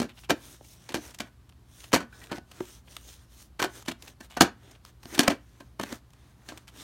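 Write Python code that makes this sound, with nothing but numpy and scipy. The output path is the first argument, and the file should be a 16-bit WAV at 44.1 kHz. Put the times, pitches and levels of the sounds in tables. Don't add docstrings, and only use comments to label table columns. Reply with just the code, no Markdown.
import sys
import numpy as np
from scipy import signal
from scipy.fft import rfft, irfft, next_fast_len
from scipy.io import wavfile
from scipy.ndimage import uniform_filter1d, map_coordinates

SR = 44100
rng = np.random.default_rng(int(sys.argv[2]) if len(sys.argv) > 2 else 0)


def pcm_store(signal):
    levels = np.round(np.clip(np.atleast_2d(signal), -1, 1) * 32767)
    wavfile.write(sys.argv[1], SR, levels.astype(np.int16).T)


N = 301203
SPAN, LEAD = SR // 3, SR // 100

# (frequency [Hz], level [dB])
CONTACT_COLOUR = [(30, -25), (90, -2), (220, 1), (330, 9.5), (460, 4.5), (650, 4.5), (1200, -2.5),
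                  (1800, -4), (3000, 2.5), (6000, -3), (8000, -6.5), (10500, -12.5), (13000, -13.5),
                  (16000, -21.5)]
# (time of top speed [s], length [s], rasp [dB], hiss [dB])
STROKES = [(0.213, 0.16, -69, -59.5), (0.492, 0.33, -60, -55), (0.702, 0.23, -74, -59.5),
           (0.836, 0.28, -64, -64), (1.062, 0.25, -53.5, -54.5), (1.254, 0.16, -59, -67),
           (1.833, 0.33, -61, -58), (2.232, 0.27, -58, -59.5), (2.357, 0.13, -45, -73),
           (2.587, .25, -58, -61.5), (2.722, 0.29, -62, -56.5), (2.945, .19, -59.5, -57),
           (3.102, 0.23, -60.5, -54), (3.207, 0.24, -70, -68.5), (3.407, .25, -63.5, -57.5),
           (3.781, 0.19, -54, -53.5), (4.079, 0.2, -55.5, -57.5), (4.247, 0.1, -58, -59),
           (4.7, 0.28, -58, -66.5), (4.885, .11, -62, -62.5), (5.129, 0.24, -55.5, -55.5),
           (5.263, 0.33, -39, -52.5), (5.585, 0.51, -68, -71.5), (5.918, 0.25, -47.5, -53),
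           (6.27, .34, -65.5, -71.5), (6.546, 0.36, -58.5, -63.5), (6.83, 0.22, -48.5, -51.5)]


def knocks():
    # (frequency [Hz], level [dB], t60 [s])
    shell_modes = [(170, -47.5, 0.06), (233, -47, 0.2), (324, -42, 0.037), (570, -42, 0.027),
                   (702, -45.5, 0.055), (920, -49, 0.026), (1076, -48, 0.038), (1294, -49, 0.048),
                   (1598, -42, 0.086), (1743, -38, 0.056), (2300, -49.5, .04), (2380, -47.5, 0.039),
                   (3010, -47, 0.034), (4340, -34.5, 0.018), (5900, -36, 0.0082), (6500, -41, .012)]
    # (time [s], pitch [Hz])
    grip_pitch = [(0, 240.4), (.3, 287), (.95, 293), (1.2, 235), (2.35, 249), (2.6, 339), (3.65, 342),
                  (3.88, 245.4), (4.4, 235.3), (5.25, 287), (5.8, 235), (6.5, 335)]
    mid_clack_hz, hardness_db_per_octave = 1313, 21.5
    out, pulse = np.zeros(N), click(CONTACT_COLOUR)
    t = np.maximum(np.arange(SPAN) - LEAD, 0) / SR
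    for s, (thump_db, clack_db, snap_db), rise, t60 in reel_contacts():
        thump_hz = np.interp(s, *np.transpose(grip_pitch)) * np.exp(0.065 * rng.standard_normal())
        clack_hz = mid_clack_hz * 2 ** np.clip((snap_db - clack_db) / hardness_db_per_octave, -1, 1)
        face_mode = (thump_hz, -54, .27)
        shell = ring([*shell_modes, face_mode], detune=.015)
        shell[0] += 1
        force = chatter(t60, rise, spiky=0.64)
        blow = signal.fftconvolve(force, signal.fftconvolve(shell, pulse))[:SPAN]
        flex = np.sin(2 * np.pi * thump_hz * t) * amp(-60 * t / .036) * (1 - np.exp(-t / .0008))
        thump = amp(-4) * band(flex, 99, "high", order=2) + amp(-3) * band(blow, 550, "low")
        clack = band(blow, [clack_hz / 1.535, min(clack_hz * 1.82, SR / 4)], "band", order=2)
        snap = band(blow, 3400, "high")
        add(out, s, amp(thump_db) * thump + amp(clack_db) * clack + amp(snap_db) * snap)
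    return out


def reel_contacts(rebounds=3, flight_s=.012):
    # (time [s], thump [dB], clack [dB], snap [dB], rise [s], chatter t60 [s])
    hits = [(.001, -25.5, -35, -35, 0.00018, 0.031), (0.018, -29.5, -34.5, -39, 0.00016, 0.071),
            (0.299, -20.5, -22.5, -29.5, 0.002, 0.047), (0.305, -32, -20.5, -26.5, 0.00073, 0.034),
            (.61, -55, -48.5, -75, 0.00022, 0.02), (.891, -41, -42, -43, .0004, 0.065),
            (.944, -27.5, -29.5, -32.5, 0.00012, 0.065), (1.202, -35.5, -34.5, -35, .0007, 0.037),
            (1.932, -23.5, -24.5, -24, 0.001, 0.057), (1.938, -31.5, -16, -41, 0.00098, .014),
            (1.943, -23.5, -22, -22, .0002, 0.051), (1.962, -27.5, -28, -35.5, 0.000076, 0.043),
            (2.004, -39, -37.5, -47, 0.00032, 0.073), (2.316, -30.5, -33, -42, 0.0011, 0.049),
            (2.382, -36.5, -41, -53, 0.0011, 0.013), (2.607, -29.5, -35, -52, 0.0013, 0.01),
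            (3.596, -33, -30, -34.5, .0012, .04), (3.619, -29.5, -32.5, -35.5, 0.00054, .017),
            (3.626, -34, -24.5, -29.5, 0.00012, 0.023), (3.64, -30, -27, -32.5, 0.00028, 0.048),
            (3.884, -30.5, -31.5, -33, 0.0021, .04), (4.208, -46.5, -47, -50, 0.0019, 0.023),
            (4.37, -33, -28.5, -38.5, .0004, 0.034), (4.409, -13, -12.5, -15.5, 0.00034, 0.023),
            (4.416, -18, -17.5, -19, 0.00041, 0.036), (4.447, -31.5, -32, -43.5, .001, 0.064),
            (5.056, -37, -51, -50, 0.00061, 0.0072), (5.179, -32, -35, -38, .0005, 0.031),
            (5.193, -15.5, -19.5, -17, 0.00021, 0.0084), (5.201, -34, -25.5, -24, 0.0022, .04),
            (5.233, -34.5, -32, -33.5, .0014, 0.033), (5.279, -25, -16.5, -23, 0.00035, 0.014),
            (5.302, -26, -26.5, -33.5, 0.0021, 0.053), (5.604, -48, -46.5, -55, 0.00067, 0.034),
            (5.797, -28.5, -29.5, -41.5, 0.00064, 0.032), (5.834, -35, -34.5, -39, 0.0013, 0.017),
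            (5.925, -36, -41.5, -42, 0.0013, 0.017), (6.488, -47, -41.5, -42.5, 0.00055, 0.051),
            (6.52, -43.5, -43, -59, .0007, 0.041)]
    lingers = np.array([3.5, 1.6, 1.4])
    graze_ahead_s, graze_db, graze_rise_s, graze_t60_s = .0022, -14.5, .001, .023
    softening = .03
    for s, *levels_db, rise, t60 in hits:
        yield s - graze_ahead_s, np.add(levels_db, graze_db), graze_rise_s, graze_t60_s
        flights = flight_s * np.exp(.15 * rng.standard_normal(rebounds))
        for delay in np.r_[0, np.cumsum(flights)]:
            yield s + delay, levels_db - 60 * delay / (lingers * t60), rise + softening * delay, t60


def chatter(t60, rise, spiky):
    t, rise = (np.arange(SPAN) - LEAD) / SR, max(rise, 1 / SR)
    knots = t[::20]
    sizes = np.exp(spiky * np.interp(t, knots, rng.standard_normal(len(knots))))
    swell = (1 + np.tanh(t / rise / 2)) / 2
    decay = amp(-60 * np.maximum(t, 0) / max(t60, .002))
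    force = rng.standard_normal(SPAN) * sizes * swell * decay
    force[LEAD] += np.linalg.norm(force) * 0.0001 / rise
    return force


def landings():
    # (time [s], level [dB], main mode [Hz])
    set_downs = [(1.936, -23.5, 226), (4.4131, -17.5, 248), (5.197, -32.5, 289), (5.281, -18.5, 213)]
    # (frequency [multiple of main mode], level [dB], t60 [s])
    cushioned_modes = [(.55, -6, .03), (1, 0, .045), (2.56, -4, .04)]
    out = np.zeros(N)
    soft_attack = 1 - np.exp(-np.arange(SPAN) / SR / 0.0015)
    for s, db, hz in set_downs:
        thud = soft_attack * ring(np.array(cushioned_modes) * [hz, 1, 1])
        add(out, s, amp(db) * burst(np.pad(thud, (LEAD, 0))))
    return out


def spring():
    # (time [s], relative level [dB])
    plucks = [(1.203, -44), (1.952, -32.5), (2.127, -51), (2.216, -52.5), (2.296, -52), (2.327, -46.5),
              (3.599, -32.5), (3.629, -36), (4.369, -38.5), (4.423, -33.5)]
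    # (frequency [Hz], level [dB], t60 [s])
    leaf_modes = [(1488, 0, .2), (1530, -7, .13), (1690, -10, .13), (1895, -11, .07), (2340, -15, .15)]
    out = np.zeros(N)
    for s, db in plucks:
        jolt = chatter(t60=0.036, rise=.001, spiky=.4)
        add(out, s, amp(db + 3.5) * burst(signal.fftconvolve(jolt, ring(leaf_modes))))
    return out


def ticks():
    # (time [s], tap [dB], snap [dB], scuff t60 [s])
    clear_ticks = [(.096, -47, -55, .09), (.179, -50, -83, .055), (.242, -47.5, -54, 0.05),
                   (.923, -44, -49, 0.028), (1.107, -66, -53, 0.025), (1.147, -47.5, -46, 0.037),
                   (1.188, -46, -44, 0.0089), (1.494, -58, -60, 0.013), (1.524, -64, -82, 0.013),
                   (1.841, -45.5, -48, .04), (1.92, -41, -47, 0.017), (2.238, -48.5, -53, 0.031),
                   (2.272, -54, -57, 0.0096), (2.329, -39.5, -62, 0.009), (2.353, -61, -47, 0.088),
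                   (2.516, -49, -51, .024), (2.88, -54, -73, 0.031), (2.967, -38.5, -41.5, 0.0099),
                   (3.861, -47, -48, 0.11), (3.917, -36.5, -41.5, 0.024), (4.025, -49, -46, 0.02),
                   (4.079, -45, -47.5, 0.017), (4.31, -45, -49, 0.18), (4.714, -56.5, -53.5, 0.024),
                   (4.754, -56.5, -65, 0.043), (4.851, -50.5, -49.5, 0.0064), (5.033, -51, -53, .022),
                   (5.149, -36, -36, .028), (5.815, -39.5, -42, 0.035), (6.105, -65, -64.5, .008),
                   (6.135, -59, -61, 0.012), (6.577, -46, -47.5, .015), (6.683, -47, -48.5, 0.073)]
    out, pulse = np.zeros(N), click(CONTACT_COLOUR)
    for s, tap_db, snap_db, t60 in [*clear_ticks, *faint_ticks()]:
        scuff = chatter(t60, rise=0.078 * t60, spiky=0.88)
        touch = signal.fftconvolve(scuff, pulse)
        tap = band(touch, [850, 4000], "band", order=2)
        snap = band(touch, 4000, "high")
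        add(out, s, amp(tap_db) * tap + amp(snap_db) * snap)
    return out


def faint_ticks(t60=.018):
    for s, length, _, hiss_db in STROKES:
        db = hiss_db - 2 + 3 * rng.standard_normal()
        yield s + length * (rng.random() - .5) / 2, db, db, t60


def sliding():
    # (frequency [Hz], level [dB])
    rasp_colour = [(100, -23.5), (280, 8.5), (500, 2), (800, 0), (1200, -1), (1800, -0.5), (2800, -8),
                   (5000, -16.5), (9000, -48.5)]
    hiss_colour = [(900, -24), (2200, -2), (3400, 6.5), (4800, 2.5), (6200, 7.5), (7800, 0.5), (9000, 5),
                   (10500, -30.5), (16000, -31)]
    sheen_colour = [(3000, -34), (7000, -7), (9200, 2), (12000, 2), (14500, -0.5), (16000, 0)]
    swell_share = 0.61
    snags_per_s, snag_db = 110, 13.5
    t = np.arange(N) / SR
    fastest, lengths, rasp_db, hiss_db = np.transpose(STROKES)
    sheen_db = hiss_db - 3.5 - 0.12 * (rasp_db - hiss_db)
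    phase = [np.interp((t - s) / length, [-swell_share, 0, 1 - swell_share], [0, np.pi / 2, np.pi])
             for s, length in zip(fastest, lengths)]
    speed = np.sin(phase) ** 2
    grip = amp(1.2 * wobble(45))
    snags = (rng.random(N) < snags_per_s / SR) * rng.standard_normal(N) * amp(snag_db)
    out = np.zeros(N)
    for levels_db, colour in ((rasp_db, rasp_colour), (hiss_db, hiss_colour), (sheen_db, sheen_colour)):
        slips = rng.standard_normal(N) * amp(2.1 * wobble(900) + 0.98 * wobble(23))
        out += (amp(levels_db) @ speed) * coloured(slips + snags, colour)
    return finger_shading(grip * out, depth_db=1.8)


def finger_shading(x, depth_db):
    spectra = signal.stft(x, nperseg=512)[2]
    patches = uniform_filter1d(rng.standard_normal(spectra.shape), size=8, axis=0)
    patches = uniform_filter1d(patches, size=18, axis=1)
    return signal.istft(spectra * amp(depth_db * unit(patches)), nperseg=512)[1][:N]


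def room(x, places=12):
    # (frequency [Hz], t60 [s])
    decay_times = [(100, .2), (300, .19), (1500, .24), (5000, .17), (14000, .12)]
    out, position = np.zeros(N), np.linspace(0, places - 1, N)
    for place in range(places):
        hz, age, spectra = signal.stft(rng.standard_normal(SPAN), SR, nperseg=256)
        envelope = amp(-60 * age / along(decay_times, hz)[:, None]) * (1 - np.exp(-age / 0.0019))
        tail = signal.istft(spectra * envelope, SR, nperseg=256)[1]
        crossfade = np.maximum(1 - abs(position - place), 0)
        out += signal.oaconvolve(x * crossfade, tail / np.linalg.norm(tail))[:N]
    return out


def room_tone():
    # (frequency [Hz], level [dB])
    air_colour = [(18, -55.5), (28, -24.5), (42, -6.5), (65, 3.5), (110, -5), (170, -7.5), (340, -16),
                  (470, -23), (1100, -24), (2400, -32), (4000, -32.5), (7000, -37.5), (13000, -39.5),
                  (16000, -44.5)]
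    # (frequency [Hz], relative level [dB])
    hum_partials = [(59.5, -64), (119, -65.5), (179, -85)]
    hum, t = np.zeros(N), np.arange(N) / SR
    for hz, db in hum_partials:
        level = amp(db + 3 + 1.2 * wobble(5))
        hum += level * np.sqrt(2) * np.sin(2 * np.pi * hz * t + .2 * wobble(1.2))
    return hum + amp(-58) * coloured(rng.standard_normal(N), air_colour)


def ring(modes, detune=0):
    t = np.arange(SPAN) / SR
    hz, db, t60 = np.transpose(modes)[:, :, None]
    db = db + 2 * rng.standard_normal(db.shape)
    hz = hz * (1 + detune * rng.standard_normal(hz.shape))
    return np.sum(amp(db - 60 * t / t60) * np.cos(2 * np.pi * hz * t), axis=0)


def click(spectrum, size=2048):
    cepstrum = irfft(np.log(amp(along(spectrum, np.fft.rfftfreq(size, 1 / SR)))))
    fold = np.r_[1, np.full(size // 2 - 1, 2), 1, np.zeros(size // 2 - 1)]
    return irfft(np.exp(rfft(cepstrum * fold)))


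def band(x, edges_hz, kind, order=3):
    return burst(signal.sosfilt(signal.butter(order, edges_hz, kind, fs=SR, output="sos"), x))


def burst(x):
    return x / np.linalg.norm(x) * np.sqrt(SR / 100)


def add(track, s, sound):
    start = round(s * SR) - LEAD
    sound = sound[max(-start, 0):]
    part = track[max(start, 0):][:len(sound)]
    part += sound[:len(part)]


def coloured(x, spectrum):
    return unit(filtered(x, lambda hz: amp(along(spectrum, hz))))


def filtered(x, response):
    size = next_fast_len(N + SPAN)
    return irfft(rfft(x, size) * response(np.fft.rfftfreq(size, 1 / SR)), size)[:N]


def along(points, hz):
    frequencies, values = np.transpose(points)
    return np.interp(np.log(hz + 1), np.log(frequencies + 1), values)


def wobble(rate):
    return map_coordinates(rng.standard_normal(int(N * rate / SR) + 4), [np.arange(N) * rate / SR])


def amp(db):
    return 10 ** (np.asarray(db) / 20)


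def unit(x):
    return x / np.sqrt(np.mean(x ** 2) + 1e-20)


def scene():
    box = knocks() + landings() + ticks() + spring()
    return (box + amp(-14) * room(box) + sliding() + room_tone())[None]


def record(dry):
    top_hz = 16100
    rounded = dry[0] / (1 + dry[0] ** 6) ** (1 / 6)
    return filtered(rounded, lambda hz: 1 / np.sqrt(1 + (hz / top_hz) ** 160))[None]


dry = scene()
out = record(dry)
pcm_store(out)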